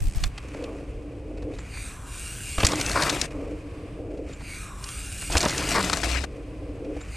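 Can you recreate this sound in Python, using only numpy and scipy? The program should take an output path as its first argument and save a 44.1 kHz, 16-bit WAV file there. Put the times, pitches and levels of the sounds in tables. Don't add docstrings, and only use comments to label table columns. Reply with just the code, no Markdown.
import sys
import numpy as np
from scipy import signal
from scipy.fft import rfft, irfft, next_fast_len
from scipy.io import wavfile
from scipy.ndimage import uniform_filter1d, map_coordinates

SR = 44100
rng = np.random.default_rng(int(sys.argv[2]) if len(sys.argv) > 2 else 0)


def wav_record(signal):
    frames = np.transpose(np.atleast_2d(signal))
    bounded = np.clip(frames, -1, 1)
    quanta = np.round(bounded * 32767).astype(np.int16)
    wavfile.write(sys.argv[1], SR, quanta)


N = 315756

# cut_in_s, take_off_s, crunch_db
JUMPS = [(0.279, 1.584, -1), (3.265, 4.311, .5), (6.252, 6.999, 1)]
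# start_s, length_s, level_db
GUSTS = [(0, 0.084, -24), (.148, .025, -21), (.2, .068, -25)]
# pitch_hz, level_db
RUMBLE_SPECTRUM = [(12, -48), (20, -8), (35, -0.5), (53, 4.5), (75, -2), (103, -3), (129, -7), (206, -18.5),
                   (243, -27.5), (280, -12.5), (360, -38), (620, -120)]
AIR_SPECTRUM = [(80, 0), (200, 2), (400, -2), (800, -9), (1500, -30.5), (4000, -61)]
LEAVES_SPECTRUM = [(470, -22.5), (800, -19), (1010, -1), (1170, 0), (1290, -8.5), (1550, -7.5), (1860, -9),
                   (2440, -4.5), (3840, -18.5), (4790, -16.5), (5550, -21.5), (7360, -23.5), (8430, -18),
                   (13900, -39.5), (15000, -61)]
# pitch_hz, level_db
TICK_SPECTRUM = [(600, -34), (1500, -8), (2500, 4), (3400, -8), (4600, -3), (6000, -5), (8400, 0),
                 (10000, -11), (12500, -20), (15500, -42)]
# pitch_hz, t60_s
TREES_DECAY = [(200, 0.29), (2000, 0.57), (10000, .1)]
# after_take_off_s, body_db, grit_db
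ROLL = [(.995, -35.5, -36), (1.07, -33, -31.5), (1.15, -30.5, -35), (1.21, -36, -35), (1.36, -33.5, -32),
        (1.53, -33.5, -32.5), (1.68, -36.5, -36), (1.95, -41, -41)]
# start_s, length_s, level_db
CRUNCHES = [(.14, 0.13, -48), (2.985, 0.082, -34), (5.5, .06, -34), (5.69, .04, -34), (6.03, 0.019, -28),
            (6.075, 0.099, -34)]
# pitch_hz, level_db
GRIT_SPECTRUM = [(410, -18.5), (700, 5), (850, -29), (1050, -4), (1450, -3), (2400, 0.5), (2800, 0),
                 (3150, -6.5), (6420, -6.5), (7500, -7), (8880, -6.5), (10600, -17), (12400, -15),
                 (15500, -48)]
TYRE_SPECTRUM = [(53, -34), (90, -2), (130, 2.5), (234, -5.5), (296, 4), (360, -2), (661, -7),
                 (1200, -10.5), (1560, -40.5), (2640, -120)]
# start_s, peak_db, ring_hz, knock_db, contact_s
CLACKS = [(.1475, -33, 2950, 4, .003), (.1825, -35, 3000, 4, .003), (.2368, -11, 3490, -4, 0.0033),
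          (.244, -27, 2150, -4, .004), (.3775, -25, 2630, 0.5, 0.0064), (.483, -42, 7000, -8, 0.0071),
          (.5445, -33.5, 2270, 8, .003), (.624, -34, 2750, -4, .002), (.6388, -27, 2580, -7, 0.0054),
          (.806, -45, 2600, 7, 0.0017), (1.372, -42, 2300, 2, 0.012), (1.4215, -38.5, 2600, 5, 0.0082),
          (1.535, -42, 3800, -4, .02), (1.5856, -31, 1950, 3, .006), (1.77, -34, 2200, 7.5, 0.0055),
          (2.6017, -16, 2630, 5, 0.0067), (2.632, -14, 3470, 7, 0.0023), (2.6471, -8, 4900, -3, 0.0077),
          (2.6667, -4.5, 7120, -23, .003), (2.6864, -17, 5440, -11, .003), (2.696, -24, 7560, -12, .002),
          (2.718, -14.5, 6000, -10, .002), (2.7555, -16.5, 6840, -15, 0.0018),
          (2.799, -16.5, 6070, -15, .002), (2.811, -11, 6070, -18, 0.0037),
          (2.8619, -13, 6230, -21, 0.0018), (2.8948, -14, 6600, -15, .001), (2.914, -15.5, 4260, -20, .003),
          (3.0215, -10, 4130, -8, 0.0044), (3.0326, -11.5, 4400, -2.5, .004), (3.0589, -25, 1760, -2, .003),
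          (3.0774, -19, 2440, 4, .003), (3.0944, -10, 4230, -15, 0.0074), (3.1054, -25, 4006, 4, 0.0026),
          (3.2136, -8, 5660, -28.5, .003), (3.306, -34, 2600, 6, 0.0017), (4.172, -45, 3330, -5, .01),
          (4.288, -42, 3770, -4, 0.025), (4.3314, -35.5, 3670, 2, .005), (4.405, -39, 2040, 8.5, 0.016),
          (4.8399, -21, 5480, -7, 0.0025), (4.888, -21.5, 5500, -8, .002), (5.222, -27.5, 2000, 2, 0.0046),
          (5.321, -17, 4450, -18, 0.0081), (5.353, -16, 3500, 3, 0.0011), (5.369, -3, 4230, -13, 0.0015),
          (5.374, -11, 5070, -12, .002), (5.3785, -7, 7200, -18, 0.0016), (5.4047, -9.5, 4540, -13, 0.0026),
          (5.411, -13, 6010, -10, 0.0049), (5.4284, -11, 4270, -3, 0.0021), (5.4515, -10, 5910, -3, 0.0009),
          (5.4834, -16.5, 5000, -2, .003), (5.494, -14.5, 4280, -10, .004), (5.5054, -16, 6500, -8, .002),
          (5.5787, -13.5, 6750, -8, 0.0039), (5.6895, -15, 7880, -13, .002),
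          (5.7224, -18, 2050, -4, 0.0025), (5.7584, -15, 5500, -5, .002), (5.8047, -21, 6000, 2, 0.0043),
          (5.8272, -12, 4980, -6, 0.00097), (5.8444, -14.5, 6030, -12, 0.0021), (5.897, -12, 4290, 6, .002),
          (5.9295, -10, 4280, 3, 0.0071), (5.97, -15.5, 6000, 1, 0.0027),
          (6.0157, -22.5, 7400, -12, 0.0012), (6.032, -15, 2074, 4, 0.0065),
          (6.2379, -25, 4130, 11.5, 0.0045), (6.845, -45, 3350, 4, .008), (6.966, -45, 3780, 11, .004),
          (7.0113, -36, 3770, 5, .005)]
# pitch_hz, level_db
CLACK_SPECTRUM = [(200, -42), (1300, -6), (2200, 4), (3300, 3.5), (4500, 7), (6000, -2.5), (7500, -16),
                  (12000, -33), (15500, -55.5)]
SPARKLE_SPECTRUM = [(3000, -32), (5500, -4), (7300, -3.5), (8500, -8.5), (10000, -13), (12000, -26),
                    (15500, -31)]
KNOCK_SPECTRUM = [(150, 2), (600, 4), (1100, 8.5), (2000, 3), (4000, -45)]
# after_take_off_s, drone_db, loose_grit_db
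RUN_UP = [(-1.29, -79, -61.5), (-1.073, -42.5, -53), (-0.977, -34.5, -54), (-0.75, -35.5, -60),
          (-0.8, -42.5, -62), (-.35, -40, -68), (-0.081, -33.5, -61), (-0.013, -45, -54.5),
          (.12, -55, -54.5), (.4, -72, -57)]
# pitch_hz, width_hz, level_db
DECK_MODES = [(295, 18.8, -3), (468, 63, -10), (676, 41, -22.5)]
# pitch_hz, level_db
RAMP_SPECTRUM = [(120, -30), (200, -16), (237, -25.5), (270, -3.5), (296, 2), (357, -16.5), (506, -5),
                 (700, -16.5), (986, -35.5), (1170, -52), (1400, -35), (1820, -73), (3080, -120)]
FAR_GRIT_SPECTRUM = [(500, -19), (1200, 1), (1800, -1), (2500, 5), (3400, -10), (4500, -11), (8500, -11.5),
                     (11000, -22.5), (15000, -37)]
BITE_SPECTRUM = [(350, -16), (600, 3.5), (900, -2.5), (1200, 0.5), (1700, -40), (3000, -48)]
# start_s, peak_db
BUMPS = [(0.447, -35), (0.548, -28.5), (1.536, -29), (4.294, -30), (6.965, -28)]
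# start_s, length_s, level_db, first_hz, last_hz
SQUEAKS = [(1.584, .04, -52.5, 7200, 7450), (4.325, .035, -51.5, 7000, 7300),
           (7.005, .035, -52, 7170, 7500)]
# pitch_hz, level_db
HUB_SPECTRUM = [(470, -58), (800, -31.5), (894, -32.5), (1100, -18.5), (1600, -0.5), (1840, -10),
                (2380, -9.5), (2870, -5.5), (3330, -7.5), (3960, -9.5), (4770, -9), (8340, -0.5),
                (9320, -6.5), (12200, -13.5), (15500, -25)]
# pitch_hz, width_hz, level_db
SHELL_MODES = [(2412, 62, -0.5), (2794, 52, 5), (3930, 160, -11), (5000, 140, -14.5), (8620, 73, 4),
               (9290, 190, -2)]
PAWL_MODES = [(2340, 380, 4), (4780, 258, -2)]
SING_MODES = [(2380, 76, -5), (2850, 60, -3), (8580, 120, -1.5)]
# start_s, thump_db, tyre_hz, slap_db
LANDINGS = [(2.582, -18, 54.4, -17.5), (2.632, -23, 66.6, -9.5), (2.644, -12, 71, -25),
            (2.734, -33, 110, -15.5), (5.3, -29, 50, -25), (5.353, -17, 75.4, -8.5),
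            (5.366, -18, 74.5, -14.5), (5.459, -36, 109.9, -10.5)]
# pitch_hz, level_db
SLAP_SPECTRUM = [(60, -12), (250, 0.5), (550, -1.5), (1000, -2.5), (2000, -13), (3500, -14), (6000, -30),
                 (15000, -53.5)]
# start_s, length_s, level_db, first_rasp_hz, last_rasp_hz, broad_scuff_db
SKIDS = [(2.695, 0.044, -35, 1206, 1102, -4), (2.953, 0.014, -23, 1138, 1104, -3.5),
         (2.97, 0.061, -27, 1195, 1600, -1), (3.04, 0.064, -30.5, 1251, 1315, -0.5),
         (5.431, .014, -23, 946, 850, -5), (5.452, .02, -32.5, 845, 855, 2),
         (5.6, 0.0298, -39, 1491, 1299, 4.5), (5.742, 0.043, -23, 957, 1167, -2),
         (5.79, 0.018, -26.5, 1150, 1294, -1), (6.122, 0.0664, -34, 2450, 2250, -12)]
# pitch_hz, level_db
SCUFF_SPECTRUM = [(120, -14), (200, -7.5), (425, -3.5), (628, 4.5), (812, -9), (980, 5), (1270, -5.5),
                  (2380, -6.5), (2730, -35.5), (4250, -13), (5000, -10), (6500, -42), (11000, -120)]
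# start_s, length_s, level_db, first_hz, last_hz
HUMS = [(2.717, 0.089, -31, 313, 299), (5.741, 0.18, -33, 212, 167.4), (5.964, 0.34, -28.5, 49, 72.8)]
# pitch_hz, share_of_pan (ratio)
SHADOW = [(700, 1.2), (1300, 0.78), (2400, 1.36), (4400, 0.85), (9000, 0.98), (13000, 1)]
# pitch_hz, half_phase_difference_rad
SIDE_PHASE = [(600, 0.061), (1200, 0.17), (2200, 0.13), (4000, 0), (9000, 0), (12000, 0.4)]

SETTING_OFF_DB, FIRST_TICK_S, SLOW_HZ, FAST_HZ, SPEED_UP_S = -49, 0.0038, 48.4, 106.3, .15
WIND_DB, DRAUGHT_DB, DRAUGHT_S, DRAUGHT_WIDTH_S = -39, 4, 1.37, 0.56
CLACK_T60_S, SPARKLE_DB, SPARKLE_DB_PER_OCTAVE, SPARKLE_HZ = .017, -2.5, 6.5, 4000
STRAY_PER_S, STRAY_OVER_GRIT_DB, STRAY_HZ, STRAY_KNOCK_DB, STRAY_S = 24, 8.5, 5630, -14, .0008
BITE_DB, BITE_S, BITE_WIDTH_S = -51, -0.908, .11
HUB_DB, PAWL_DB, NEARING_DB_PER_S, LOUDEST_S = -40, -41.2, 7.5, 0.98
BURST_DB, BURST_S, BURST_WIDTH_S = -47.5, 0.19, 0.067
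CLEAR_S, CLEAR_WIDTH_S = 0.16, 0.042
TURN_S, TURN_WIDTH_S, HUB_TURN_DB, PAWL_TURN_DB = 0.43, 0.1, -12, -15
STRAIGHTEN_S, STRAIGHTEN_WIDTH_S, STRAIGHTEN_DB = 0.778, .1, -2.5
SING_DB, SING_S, SING_WIDTH_S = -47, 1, 0.091
LANDED_S, HUB_LANDED_DB, PAWL_LANDED_DB = 1.01, -6, 1
RATCHET_HZ, SPIN_DOWN_S, BLUR_HZ = 218.8, 2.3, 240
LAG_S, LAG_GROWTH, REFLECTION, REFLECTION_END_S = 0.000418, 0.00026, 0.46, 0.47
GLINT_LAG_S, GLINT_SWING, GLINT_RATE, GLINT = .0008, .14, 9, .18
SWISH_DB, SWISH_S, SWISH_WIDTH_S = -51, 0.49, 0.3
SWISH_HZ, SWISH_BEND_HZ, SWISH_BAND_HZ, SWISH_BROAD_DB = 1080, 549, 270, -2.5
PASS_S, PASS_WIDTH_S = 1.68, 0.12
PAN_AHEAD_DB, PAN_NEAR_DB, PAN_BEHIND_DB = 0, 2.5, 8
TOP_HZ = 15400


def amp(db):
    return 10 ** (np.asarray(db) / 20)


def unit(x):
    return x / np.sqrt(np.mean(x ** 2) + 1e-20)


def along(points, hz):
    f, v = np.transpose(points)
    return np.interp(np.log(hz + 1), np.log(f + 1), v)


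def wobble(rate):
    knots = rng.standard_normal(int(N * rate / SR) + 4)
    return map_coordinates(knots, [np.arange(N) * rate / SR])


def filtered(x, response):
    n = x.shape[-1]
    m = 2 * next_fast_len(n // 2 + 4096)
    return irfft(rfft(x, m) * response(np.fft.rfftfreq(m, 1 / SR)), m)[..., :n]


def coloured(x, spectrum):
    def response(hz):
        cepstrum = irfft(np.log(amp(along(spectrum, hz)) + 1e-6))
        half = len(cepstrum) // 2
        return np.exp(rfft(np.r_[cepstrum[0], 2 * cepstrum[1:half], np.zeros(half)]))
    return unit(filtered(x, response))


def resonant(x, modes):
    def response(f):
        total = 0
        for k, (centre, width, db) in enumerate(modes):
            band = 1j * f * width / (centre * centre - f * f + 1j * f * width)
            total = total + (-1) ** k * amp(db) * band
        return total
    return unit(filtered(x, response))


def noise():
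    return rng.standard_normal(N)


def grains(rate, spread_db, smooth):
    sizes = amp(spread_db * np.clip(noise(), -2, 2)) * np.sign(noise())
    fractures = unit(sizes * (rng.random(N) < rate / SR))
    return unit(fractures + smooth * noise())


def patchy(x, depth_db):
    z = signal.stft(x, nperseg=1024)[2]
    across_pitch = uniform_filter1d(rng.standard_normal(z.shape), size=5, axis=0)
    field = uniform_filter1d(across_pitch, size=6, axis=1)
    return unit(signal.istft(z * amp(depth_db * unit(field)), nperseg=1024)[1][:N])


def whistle(hz, width_hz):
    flutter = filtered(rng.standard_normal((2, N)), lambda f: 1 / (1 + (2 * f / width_hz) ** 2))
    phase = 2 * np.pi * np.cumsum(hz) / SR
    return unit(flutter[0] * np.cos(phase) + flutter[1] * np.sin(phase))


def delayed(x, lag_s):
    return map_coordinates(x, [np.arange(N) - lag_s * SR], order=3)


def add(track, s, sound):
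    part = track[round(s * SR):][:len(sound)]
    part += sound[:len(part)]


def swells(rows, attack, release_t60):
    t = np.arange(N) / SR
    gains = []
    for s, length, db in rows:
        release_db = -60 * np.maximum(t - s - length, 0) / release_t60
        gains.append(np.clip((t - s) / attack, 0, 1) * amp(db + release_db))
    return np.max(gains, axis=0)


def per_jump(column):
    jumps = np.array(JUMPS)
    return jumps[np.searchsorted(jumps[1:, 0], np.arange(N) / SR), column]


def jump_clock():
    return np.arange(N) / SR - per_jump(column=1)


def over_jump(rows, column):
    rows = np.array(rows)
    db = np.interp(jump_clock(), rows[:, 0], rows[:, column], left=-np.inf, right=-np.inf)
    return uniform_filter1d(amp(db), size=500)


def after(s, width):
    return uniform_filter1d((1 + np.tanh((jump_clock() - s) / (2 * width))) / 2, size=500)


def around(s, width):
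    return np.exp(-((jump_clock() - s) / width) ** 2)


def breeze(apart=0.023):
    def wide(spectrum, side):
        return coloured(noise(), spectrum) + side * np.array([[1], [-1]]) * coloured(noise(), spectrum)
    rumble_db = WIND_DB + DRAUGHT_DB * around(DRAUGHT_S, DRAUGHT_WIDTH_S) + 0.68 * wobble(4.9)
    rumble = amp(rumble_db) * wide(RUMBLE_SPECTRUM, apart)
    buffet_spectrum = [(15, -9.5), (35, 1.5), (60, -6.5), (150, -21.0), (400, -57), (1500, -54.5)]
    buffets = swells(GUSTS, attack=.01, release_t60=0.086) * wide(buffet_spectrum, side=0.83)
    leaves = amp(-58.0 + 1.77 * wobble(3.04)) * wide(LEAVES_SPECTRUM, side=0.37)
    return rumble + buffets + leaves + amp(-49) * wide(AIR_SPECTRUM, side=0.25)


def setting_off(tick_t60=.03):
    t = np.arange(N) / SR
    rate = FAST_HZ + (SLOW_HZ - FAST_HZ) * np.exp(-t / SPEED_UP_S)
    teeth = np.ceil(np.cumsum(rate * (t > FIRST_TICK_S)) / SR)
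    ticks = np.diff(teeth, prepend=0) * amp(noise()) / np.sqrt(rate)
    clicks = signal.fftconvolve(ticks, amp(-60 * t[:SR // 20] / tick_t60))[:N]
    return amp(SETTING_OFF_DB) * coloured(clicks * noise(), TICK_SPECTRUM) * (t < JUMPS[0][0])


def surroundings(x):
    hz, t, z = signal.stft(rng.standard_normal((2, SR // 3)), SR, nperseg=256)
    decay = amp(-60 * t / along(TREES_DECAY, hz)[:, None])
    tail = signal.istft(z * decay, SR, nperseg=256)[1]
    tail = tail / np.linalg.norm(tail[0])
    parts = np.split(x, [round((cut + .01) * SR) for cut, *_ in JUMPS])
    return np.hstack([signal.fftconvolve(part[None], tail, axes=1)[:, :len(part)] for part in parts])


def rolling():
    clumps = amp(1.4 * wobble(45) + 1.2 * wobble(260))
    sand = grains(rate=3500, spread_db=2.7, smooth=.6)
    grit = coloured(patchy(clumps * sand, depth_db=3.0), GRIT_SPECTRUM)
    body = coloured(clumps * grains(rate=600, spread_db=3, smooth=0.7), TYRE_SPECTRUM)
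    near = amp(-.5) * grit + amp(-7.5) * pebbles()
    behind = after(PASS_S, PASS_WIDTH_S)
    shade = [(1000, -2.5), (2300, -1.5), (4800, 3.0), (8000, -4.0), (11000, -13)]
    shaded = filtered(near, lambda hz: amp(along(shade, hz)))
    passing = over_jump(ROLL, column=2) * amp(per_jump(column=2))
    crunch = np.hypot(passing, swells(CRUNCHES, attack=.015, release_t60=0.1))
    return crunch * ((1 - behind) * near + behind * shaded) + over_jump(ROLL, column=1) * body


def pebbles(per_second=650, centre_hz=3500, spread=.6, cycles=3, size_db=3.4):
    draws = rng.random((round(per_second * N / SR), 3))
    hz = np.clip(centre_hz * np.exp(spread * np.sqrt(12) * (draws[:, 1:2] - .5)), 500, 12000)
    size = amp(size_db * np.minimum(-np.log(1 - draws[:, 2:]), 4))
    lag = np.arange(SR // 200)
    snaps = size * np.sin(2 * np.pi * hz * lag / SR) * np.exp(-hz * lag / SR / cycles)
    starts = (draws[:, :1] * N).astype(int)
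    return unit(np.bincount((starts + lag).ravel(), snaps.ravel(), N)[:N])


def clacks(ring_t60=.031, ring_db=-2.5, knock_t60=.027, rise=.0005, scatter=.21):
    out, t = np.zeros(N), np.arange(SR // 16) / SR

    def envelope(life, length):
        return amp(-60 * np.maximum(t - length, 0) / life) * (1 - np.exp(-t / rise))

    def burst(life, length):
        return rng.standard_normal(len(t)) * envelope(life, length)

    for s, db, hz, knock_db, length in list(CLACKS) + stray_stones():
        partials = hz * np.exp(scatter * np.clip(rng.standard_normal((4, 1)), -2, 1))
        tones = 2 * np.sin(2 * np.pi * hz * t) + np.sin(2 * np.pi * partials * t).sum(0)
        ring = unit(tones * envelope(ring_t60, length))
        sparkle_db = SPARKLE_DB + SPARKLE_DB_PER_OCTAVE * np.log2(hz / SPARKLE_HZ)
        crack = coloured(burst(CLACK_T60_S, length), CLACK_SPECTRUM)
        sparkle = amp(sparkle_db) * coloured(burst(CLACK_T60_S, length), SPARKLE_SPECTRUM)
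        knock = amp(knock_db - 0.5) * coloured(burst(knock_t60, length), KNOCK_SPECTRUM)
        level = amp(db - 14.5) * np.std(envelope(CLACK_T60_S, length))
        add(out, s, level * (crack + sparkle + amp(ring_db) * ring + knock))
    return out


def stray_stones(spread_db=2.2, spread_octaves=.4):
    count = round(STRAY_PER_S * N / SR)
    grit = over_jump(ROLL, column=2)
    draws = rng.random((count, 3))
    places = ((np.arange(count) + draws[:, 0]) * N / count).astype(int)
    rows = []
    for i, (size, pitch) in zip(places, 2 * draws[:, 1:] - 1):
        if grit[i] > 1e-3:
            db = 20 * np.log10(grit[i]) + STRAY_OVER_GRIT_DB + spread_db * size
            rows.append((i / SR, db, STRAY_HZ * 2 ** (spread_octaves * pitch), STRAY_KNOCK_DB, STRAY_S))
    return rows


def ramp():
    deck = resonant(grains(rate=1200, spread_db=1.5, smooth=0.68), DECK_MODES)
    deck = coloured(deck, [(100, -28), (260, -2.5), (600, -2.5), (1000, -15.5), (3000, -46)])
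    roar = coloured(grains(rate=1100, spread_db=2, smooth=0.85), RAMP_SPECTRUM)
    far_grit = amp(2.05 * wobble(70)) * grains(rate=1300, spread_db=4.0, smooth=1.0)
    rustle = coloured(far_grit, FAR_GRIT_SPECTRUM)
    drone = amp(1.1 * wobble(16)) * (amp(-2.5) * deck + amp(-6.0 + wobble(18)) * roar)
    bite_gain = amp(BITE_DB + 2 * wobble(24.83)) * around(BITE_S, BITE_WIDTH_S)
    bite = bite_gain * coloured(noise(), BITE_SPECTRUM)
    loose = amp(3.5) * over_jump(RUN_UP, column=2) * rustle
    return over_jump(RUN_UP, column=1) * drone + bite + loose + bumps()


def bumps(t60=0.04):
    out, t = np.zeros(N), np.arange(SR // 8) / SR
    for s, db in BUMPS:
        knock = coloured(rng.standard_normal(len(t)) * amp(-60 * t / t60), RAMP_SPECTRUM)
        add(out, s, amp(db) * knock / np.abs(knock).max())
    return out


def squeaks(width_hz=500):
    out = np.zeros(N)
    for s, length, db, first_hz, last_hz in SQUEAKS:
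        progress = np.clip((np.arange(N) / SR - s) / length, 0, 1)
        hz = first_hz + (last_hz - first_hz) * progress
        out += swells([(s, length / 2, db)], attack=.004, release_t60=0.09) * whistle(hz, width_hz)
    return out


def freehub(jitter=.04, click_t60=0.024):
    aloft = np.maximum(jump_clock(), 0)
    rate = RATCHET_HZ * np.exp(-aloft / SPIN_DOWN_S)
    teeth = np.cumsum(rate * (1 + jitter * wobble(7))) / SR
    ticks = np.diff(np.floor(teeth), prepend=0) * amp(2.7 * noise())
    clicks = signal.fftconvolve(ticks, amp(-60 * np.arange(SR // 30) / SR / click_t60))[:N]
    hiss = np.clip(rate / BLUR_HZ, 0, 1)
    power = clicks ** 2 / (np.abs(uniform_filter1d(clicks ** 2, size=4096)) + 1e-9)
    rasp_gain = np.sqrt((1 - hiss) * power + hiss)

    def rasp():
        return patchy(rasp_gain * noise(), depth_db=2.5)

    shell = amp(1.25) * coloured(rasp(), HUB_SPECTRUM) + amp(-1.5) * resonant(rasp(), SHELL_MODES)
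    ring = amp(-5.5) * resonant(rasp(), PAWL_MODES)
    buzz = hub_gain(HUB_DB, HUB_TURN_DB, HUB_LANDED_DB) * shell
    buzz = buzz + hub_gain(PAWL_DB, PAWL_TURN_DB, PAWL_LANDED_DB) * ring
    buzz = buzz + amp(BURST_DB) * around(BURST_S, BURST_WIDTH_S) * resonant(rasp(), PAWL_MODES)
    buzz = buzz + amp(SING_DB) * around(SING_S, SING_WIDTH_S) * resonant(rasp(), SING_MODES)
    glint = delayed(buzz, GLINT_LAG_S * (1 + GLINT_SWING * wobble(GLINT_RATE)))
    buzz = (buzz + GLINT * glint) / np.hypot(1, GLINT)
    late = delayed(buzz, LAG_S + LAG_GROWTH * aloft)
    late = filtered(late, lambda hz: amp(along([(5000, 3.5), (8500, -4.0), (11000, -24)], hz)))
    return buzz + REFLECTION * (1 - after(REFLECTION_END_S, 0.054)) * late


def hub_gain(near_db, turn_db, landed_db):
    away_db = NEARING_DB_PER_S * np.abs(jump_clock() - LOUDEST_S)
    facing_db = turn_db * around(TURN_S, TURN_WIDTH_S) + landed_db * after(LANDED_S, 0.028)
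    facing_db = facing_db + STRAIGHTEN_DB * around(STRAIGHTEN_S, STRAIGHTEN_WIDTH_S)
    return amp(near_db - away_db + facing_db) * after(CLEAR_S, CLEAR_WIDTH_S)


def swish():
    hz = SWISH_HZ + SWISH_BEND_HZ * (1 - around(SWISH_S, .26))
    broad = amp(SWISH_BROAD_DB) * whistle(1.25 * hz, 3 * SWISH_BAND_HZ)
    air = unit(patchy(whistle(hz, SWISH_BAND_HZ) + broad, depth_db=2.5))
    air = coloured(air, [(400, -22), (1000, 0.5), (1700, -1.5), (3500, -26)])
    return amp(SWISH_DB) * around(SWISH_S, SWISH_WIDTH_S) * air


def landings(thump_t60=0.039, slap_t60=0.03, rise=0.0015):
    out, t = np.zeros(N), np.arange(SR // 4) / SR
    for s, thump_db, hz, slap_db in LANDINGS:
        thump = -np.sin(2 * np.pi * hz * t) * amp(-60 * t / thump_t60) * (1 - np.exp(-t / rise))
        slap = coloured(rng.standard_normal(len(t)) * amp(-60 * t / slap_t60), SLAP_SPECTRUM)
        add(out, s, amp(thump_db + 8.5) * thump + amp(slap_db) * slap / np.abs(slap).max())
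    return out


def skids(rasp_width_hz=560, spray_width_hz=1900, spray_db=-3):
    rows, t = np.array(SKIDS), np.arange(N) / SR
    s, length, _, first_hz, last_hz, scuff_db = rows[np.searchsorted(rows[1:, 0], t)].T
    hz = first_hz + (last_hz - first_hz) * np.clip((t - s) / length, 0, 1)
    jerks = amp(1.8 * wobble(160))
    dirt = patchy(jerks * grains(rate=2000, spread_db=1, smooth=0.94), depth_db=0.5)
    scuff = coloured(dirt, SCUFF_SPECTRUM)
    rasp = unit(jerks * (whistle(hz, rasp_width_hz) + amp(spray_db) * whistle(hz, spray_width_hz)))
    slides = swells([row[:3] for row in SKIDS], attack=0.0049, release_t60=0.043)
    return slides * (amp(scuff_db) * scuff + amp(-2.5) * rasp)


def hums(waver=0.01):
    out = np.zeros(N)
    for s, length, db, first_hz, last_hz in HUMS:
        progress = np.clip((np.arange(N) / SR - s) / length, 0, 1)
        hz = (first_hz + (last_hz - first_hz) * progress) * (1 + waver * wobble(50))
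        tone = unit(np.sin(2 * np.pi * np.cumsum(hz) / SR))
        out += np.sin(np.pi * progress) * amp(db + 0.93 * wobble(30)) * tone
    return out


def scene():
    bright = setting_off() + freehub() + swish() + rolling() + skids() + clacks() + squeaks()
    drone = ramp()
    sides = np.array([[1], [-1]])
    pan_db = PAN_AHEAD_DB + PAN_NEAR_DB * after(1.22, 0.084) + PAN_BEHIND_DB * after(PASS_S, PASS_WIDTH_S)
    bass = filtered(bright, lambda hz: 1 / (1 + (hz / 650) ** 4))
    left, right = (bright - bass) * amp(pan_db * sides / 2)
    difference = filtered((left - right) / 2, lambda hz: along(SHADOW, hz))
    placed = bass + (left + right) / 2 + sides * difference
    placed = filtered(placed, lambda hz: np.exp(1j * sides * along(SIDE_PHASE, hz)))
    answer = surroundings(amp(-33.5) * bright + amp(-24) * drone)
    return placed + drone + hums() + landings() + answer + breeze()


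def record(dry):
    rolloff = [(12500, 0.5), (14000, -1), (15400, -8)]
    return filtered(dry, lambda hz: amp(along(rolloff, hz)) * (hz < TOP_HZ))


dry = scene()
out = record(dry)
wav_record(out)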